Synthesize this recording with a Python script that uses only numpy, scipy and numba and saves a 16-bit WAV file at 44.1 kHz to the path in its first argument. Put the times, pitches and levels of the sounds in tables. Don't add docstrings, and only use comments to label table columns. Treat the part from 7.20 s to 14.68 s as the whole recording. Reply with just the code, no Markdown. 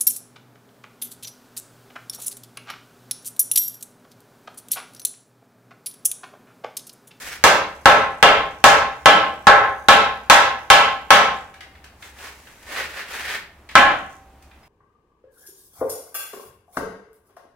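import sys
import numpy as np
from scipy import signal
from scipy.fft import rfft, irfft, next_fast_len
from scipy.io import wavfile
from numba import njit

SR = 44100
rng = np.random.default_rng(int(sys.argv[2]) if len(sys.argv) > 2 else 0)


def dump_mix(stems):
    frames = np.atleast_2d(stems).T
    limited = np.clip(frames, -1, 1)
    pcm = np.round(limited * 32767).astype(np.int16)
    wavfile.write(sys.argv[1], SR, pcm)


N = 329868
TIME = np.arange(N) / SR
RING = TIME[:SR]


def undb(db):
    return 10 ** (np.asarray(db) / 20)


def unit(x):
    return x / np.sqrt(np.mean(x ** 2))


def at(table, hz):
    f, value = np.transpose(table)
    return np.interp(np.log(np.maximum(hz, 1)), np.log(f), value)


def bins(size):
    return np.arange(size // 2 + 1) * SR / size


def colour(x, table):
    size = 4096
    cepstrum = irfft(np.log(undb(at(table, bins(size)))))
    cepstrum[1:size // 2] *= 2
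    cepstrum[size // 2 + 1:] = 0
    impulse = irfft(np.exp(rfft(cepstrum)))
    return signal.fftconvolve(x, impulse[None], axes=1)[:, :x.shape[1]]


def fade(t60):
    return np.exp(-np.log(1000) * RING / max(t60, 1 / SR))


def wander(hz):
    return np.interp(TIME * hz, np.arange(N), rng.standard_normal(N))


def add(out, s, x):
    start = max(int(s * SR), 0)
    out[:, start:start + x.shape[1]] += x[:, :N - start]


# pitch_hz [Hz], correlation [-1 to 1]
MIC_LIKENESS = [(60, 1), (300, 0.99), (700, 0.92), (1300, 0.6), (2400, 0.68), (4400, 0.12), (9000, 0.1)]


def diffuse(size):
    mid, side = rfft(rng.standard_normal((2, size)))
    alike = np.clip(at(MIC_LIKENESS, bins(size)), -1, 1)
    mid = mid * np.sqrt(1 + alike)
    side = side * np.sqrt(1 - alike)
    return unit(irfft([mid + side, mid - side], size))


# pitch_hz [Hz], t60_s [s]
ROOM_DECAY = [(120, 0.72), (260, 0.58), (700, 0.48), (1800, 0.48), (4500, 0.41), (8000, 0.29),
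              (14000, 0.28)]


def room_tail(build_s=0.0047):
    noise = rfft(diffuse(SR))
    centres = 2. ** np.arange(6, 15)
    tail = 0
    for hz, own in zip(centres, np.eye(len(centres))):
        band = irfft(noise * at(np.c_[centres, own], bins(SR)))
        tail = tail + band * fade(at(ROOM_DECAY, hz))
    return unit(tail * (1 - np.exp(-RING / build_s))) / np.sqrt(SR)


def in_room(x, wet_db):
    reflections = signal.fftconvolve(x, room_tail(), axes=1)[:, :x.shape[1]]
    return x + undb(wet_db) * reflections


# pitch_hz [Hz], gain_db [dB]
TOWN_TONE = [(20, -10), (50, -5.5), (100, -4.5), (145, -8.5), (320, -8.5), (450, -13), (800, -11),
             (1700, -18.5), (4200, -29.5), (15000, -36)]
# pitch_hz [Hz], gain_db [dB]
DRONE_TONE = [(40, -34), (62, -7), (73, -5), (80, -13.5), (95, -29), (200, -52.5)]


def town(wash_db=-52.5, drone_db=-55):
    sway_db = .8 * wander(3)
    wash = unit(colour(diffuse(N), TOWN_TONE)) * undb(wash_db + sway_db)
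    drone = unit(colour(diffuse(N), DRONE_TONE)) * undb(drone_db)
    return wash + drone


# start_s [s], length_s [s], rasp_db [dB], hiss_db [dB], rub_db [dB]
STROKES = [(0.01, 0.13, -34.5, -40.5, -49), (4.85, 0.031, -47.5, -49, -53),
           (5.02, 0.067, -36, -44.5, -44.5), (5.188, 0.61, -50.5, -55, -61),
           (5.537, 0.078, -26.5, -40.5, -37), (5.752, 0.066, -32.5, -48, -45),
           (5.935, 0.22, -27, -39.5, -42)]
# pitch_hz [Hz], gain_db [dB]
RASP_TONE = [(300, -42), (900, -13), (1400, -2), (1800, 1.5), (2200, -2.5), (2700, -5), (3500, -9),
             (5000, -13), (8000, -35)]
HISS_TONE = [(3000, -14), (6000, -5), (10000, -9), (16000, -13.5)]
RUB_TONE = [(60, -21.5), (200, -12), (500, -0.5), (1100, -1.5), (2000, -24.5), (6000, -51)]


def scraping(rub_trim_db=-1, grain_db=1.5, grain_hz=900, slip_db=2.0, slip_hz=70, wet_db=-7):
    attack_s, release_t60 = 0.12, 0.23
    lean_db, lean_share = 4, 0.69
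    grains = unit(undb(grain_db * wander(grain_hz) + slip_db * wander(slip_hz)))
    rasp, hiss, rub = (unit(colour(diffuse(N) * grains, tone))
                       for tone in (RASP_TONE, HISS_TONE, RUB_TONE))
    out = np.zeros((2, N))
    for start_s, length_s, rasp_db, hiss_db, rub_db in STROKES:
        age = TIME - start_s
        attack = np.clip(1 + age / attack_s, 0, 1) ** 2
        release = np.exp(-np.log(1000) * np.maximum(age - length_s, 0) / release_t60)
        weight = np.clip(age / (length_s * lean_share), 0, 1)
        stroke = undb(rasp_db - lean_db * (1.5 - weight)) * rasp
        stroke = stroke + undb(hiss_db) * hiss
        stroke = stroke + undb(rub_trim_db + rub_db) * rub
        out += attack * release * stroke
    return in_room(out, wet_db)


# start_s [s], pitch_hz [Hz], level_db [dB], t60_s [s]
TOOL_CLINKS = [(.106, 5530, -43, .35), (7.431, 5100, -59, .2)]


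def clinks():
    out = np.zeros((2, N))
    for start_s, pitch_hz, level_db, t60_s in TOOL_CLINKS:
        partial = np.sin(2 * np.pi * (pitch_hz * RING + rng.random((2, 1))))
        add(out, start_s, undb(level_db) * partial * fade(t60_s))
    return out


# pitch_hz [Hz], level_db [dB]
STEEL_MODES = [(425, -34.5), (547, -11), (576, -8), (720, -14), (769, -1.5), (797, -4), (809, -2),
               (829, 2.5), (1034, -3), (1060, 5.5), (1087, 3.5), (1302, 1), (1324, 0.5), (1355, -6.5),
               (1500, -5.5), (1535, 1.5), (1568, -4), (1638, -8.5), (1698, 1), (1719, -5), (2005, -7),
               (2375, -9.5), (2632, -21.5), (2820, -13), (3085, -13.5), (3255, -15.5), (3545, -14),
               (4040, -34), (4900, -28.5)]
# pitch_hz [Hz], level_db [dB], t60_s [s]
LINGERING_MODE = (778, -33, 1.5)


def steel(scatter_db=1, spread=0.44, ear_db=2, damping_slope=0.044, bloom_s=0.0025):
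    t60_1k = 0.18
    side = np.array([[1], [-1]]) / 2
    modes = [(hz, db, t60_1k * (1000 / hz) ** damping_slope) for hz, db in STEEL_MODES]
    modes.append(LINGERING_MODE)
    chances = rng.standard_normal((len(modes), 4))
    out = 0
    for (hz, db, t60), (weight, start, skew, pan) in zip(modes, chances):
        phase = 2 * np.pi * (hz * RING + start) + side * spread * skew * hz / 1000
        level_db = db + scatter_db * weight + side * ear_db * pan
        out = out + undb(level_db) * np.sin(phase) * fade(t60)
    return out * (1 - np.exp(-RING / bloom_s) / 2)


# pitch_hz [Hz], gain_db [dB]
CRACK_TONE = [(30, -29), (70, -21.5), (150, -19), (380, -11), (550, -2.5), (1000, -1.5), (1650, 0),
              (2300, -5.5), (3300, -8.5), (4500, -16), (7000, -17.5), (10000, -26), (16000, -33.5)]
# pitch_hz [Hz], gain_db [dB]
THUD_TONE = [(25, 2.5), (60, 3), (160, 8), (300, -6.5), (600, -13.5), (2000, -55.5)]


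def masonry(t60=0.055, wet_db=3, shudder_db=-24, shudder_t60=0.097, thud_db=-22, thud_t60=.22):
    crack = diffuse(SR) * (fade(t60) + undb(shudder_db) * fade(shudder_t60))
    thud = colour(rng.standard_normal((2, SR)), THUD_TONE) * fade(thud_t60)
    return in_room(colour(crack, CRACK_TONE), wet_db) + undb(thud_db) * thud


# start_s [s], force_db [dB], steel ring_db [dB],
# masonry thud_db [dB], bite_db near 3 kHz [dB], treble crack_db [dB]
HAMMER_BLOWS = [(0.239, 2.6, -12, 0.5, -0.5, 3.5), (0.6567, 4, -6, 3.5, -0.5, -4),
                (1.0268, 1.4, -5, 4, 6.5, -3.5), (1.4405, 5.5, -6, 2, 0.5, 1.5),
                (1.8579, 1.6, -2, 2, 5.5, -2), (2.2695, 4, -3, 2.5, -3.5, -9.5),
                (2.685, 2.5, -4, 2, 5, -0.3), (3.0988, 5.5, -7, -3.6, 2.5, 2.5),
                (3.5014, 3, -3.5, -0.8, 7, 2), (3.9052, 2.5, -4.5, 1, 5, 2),
                (6.5535, 3.5, -5, 2.5, 0, -6.5)]
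# pitch_hz [Hz], gain_db [dB]
REPEATED_PART = [(300, -5), (900, -2.5), (2000, -3), (6000, -8)]
RENEWED_PART = [(300, -1.5), (900, -3.5), (2000, -3), (6000, -1)]


def hammering(steel_db=-3, steel_wet_db=-3, masonry_db=11.5):
    crossing_s = 5
    spots = [(in_room(steel(), steel_wet_db), colour(masonry(), REPEATED_PART)) for _ in range(2)]
    out = np.zeros((2, N))
    for start_s, force_db, ring_db, thud_db, bite_db, crack_db in HAMMER_BLOWS:
        clang, brick = spots[int(start_s > crossing_s)]
        clang = clang + steel() / 3
        brick = brick + colour(masonry(), RENEWED_PART)
        blow = undb(steel_db + ring_db) * clang + undb(masonry_db) * brick
        contact = [(450, thud_db), (800, 0.0079), (1900, 0), (3100, bite_db), (6500, crack_db)]
        add(out, start_s, undb(force_db) * colour(blow, contact))
    return out


def grit(count=50, size_db=-56, scatter_db=3, chip_t60=0.011, wet_db=0):
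    out = np.zeros((2, N))
    for start_s, *_ in HAMMER_BLOWS:
        crumbs = np.zeros((2, SR))
        when = (rng.uniform(.08, .42, count) * SR).astype(int)
        crumbs[:, when] = undb(size_db + scatter_db * rng.standard_normal(count))
        chip = diffuse(SR) * fade(chip_t60)
        add(out, start_s, signal.fftconvolve(crumbs, chip, axes=1)[:, :SR])
    return colour(in_room(out, wet_db), [(500, -33.5), (2000, -15), (6000, 9.5), (15000, -2.5)])


# start_s [s], level_db before colouring [dB], relative treble_db [dB]
LIGHT_KNOCKS = [(4.3393, -33, 10), (4.4058, -25, 6), (4.551, -37.5, 1), (4.6408, -31, 12), (4.8234, -27, 3),
                (4.986, -31, 8), (5.2695, -31.5, -3), (5.5616, -18, -10), (6.4892, -24, 4),
                (6.5105, -31.5, 11.5), (7.223, -43.5, 19.5), (7.3123, -38, -12.5), (7.4302, -43, -12)]


def knocks(t60=0.035, touch_s=.003, wet_db=1):
    out = np.zeros((2, N))
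    touch = 1 - np.exp(-RING / touch_s)
    for start_s, level_db, treble_db in LIGHT_KNOCKS:
        tone = [(150, -18.5), (800, -1.5), (1800, 11.0), (3500, 3.0),
                (7000, treble_db - 15.0), (15000, treble_db - 25.5)]
        knock = colour(diffuse(SR) * touch * fade(t60), tone)
        add(out, start_s, undb(level_db) * in_room(knock, wet_db))
    return out


def lag_left(x, lag_s=0.00004):
    size = next_fast_len(N + 64)
    delay_s = np.array([[lag_s], [0]])
    return irfft(rfft(x, size) * np.exp(-2j * np.pi * bins(size) * delay_s), size)[:, :N]


def scene():
    return lag_left(hammering()) + grit() + knocks() + clinks() + scraping() + town()


@njit
def follow(x, attack, release):
    out, e = np.empty(len(x)), 0.
    for i in range(len(x)):
        e += (x[i] - e) * (attack if x[i] > e else release)
        out[i] = e
    return out


def turn_down(x, ceiling, slope, attack_s, release_s):
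    peak = follow(np.abs(x).max(axis=0), 1 / (attack_s * SR), 1 / (release_s * SR))
    return x * (ceiling / np.maximum(peak, ceiling)) ** slope


def record(dry, headroom=1.59, top_hz=15800):
    x = headroom * np.tanh(dry / headroom)
    x = turn_down(x, ceiling=0.4, slope=0.46, attack_s=0.0027, release_s=0.045)
    x = turn_down(x, ceiling=0.95, slope=0.57, attack_s=0.0063, release_s=0.016)
    x = x / (1 + x ** 8) ** (1 / 8)
    low_pass = signal.ellip(8, .2, 70, top_hz, fs=SR, output="sos")
    return signal.sosfilt(low_pass, x)


dry = scene()
out = record(dry)
dump_mix(out)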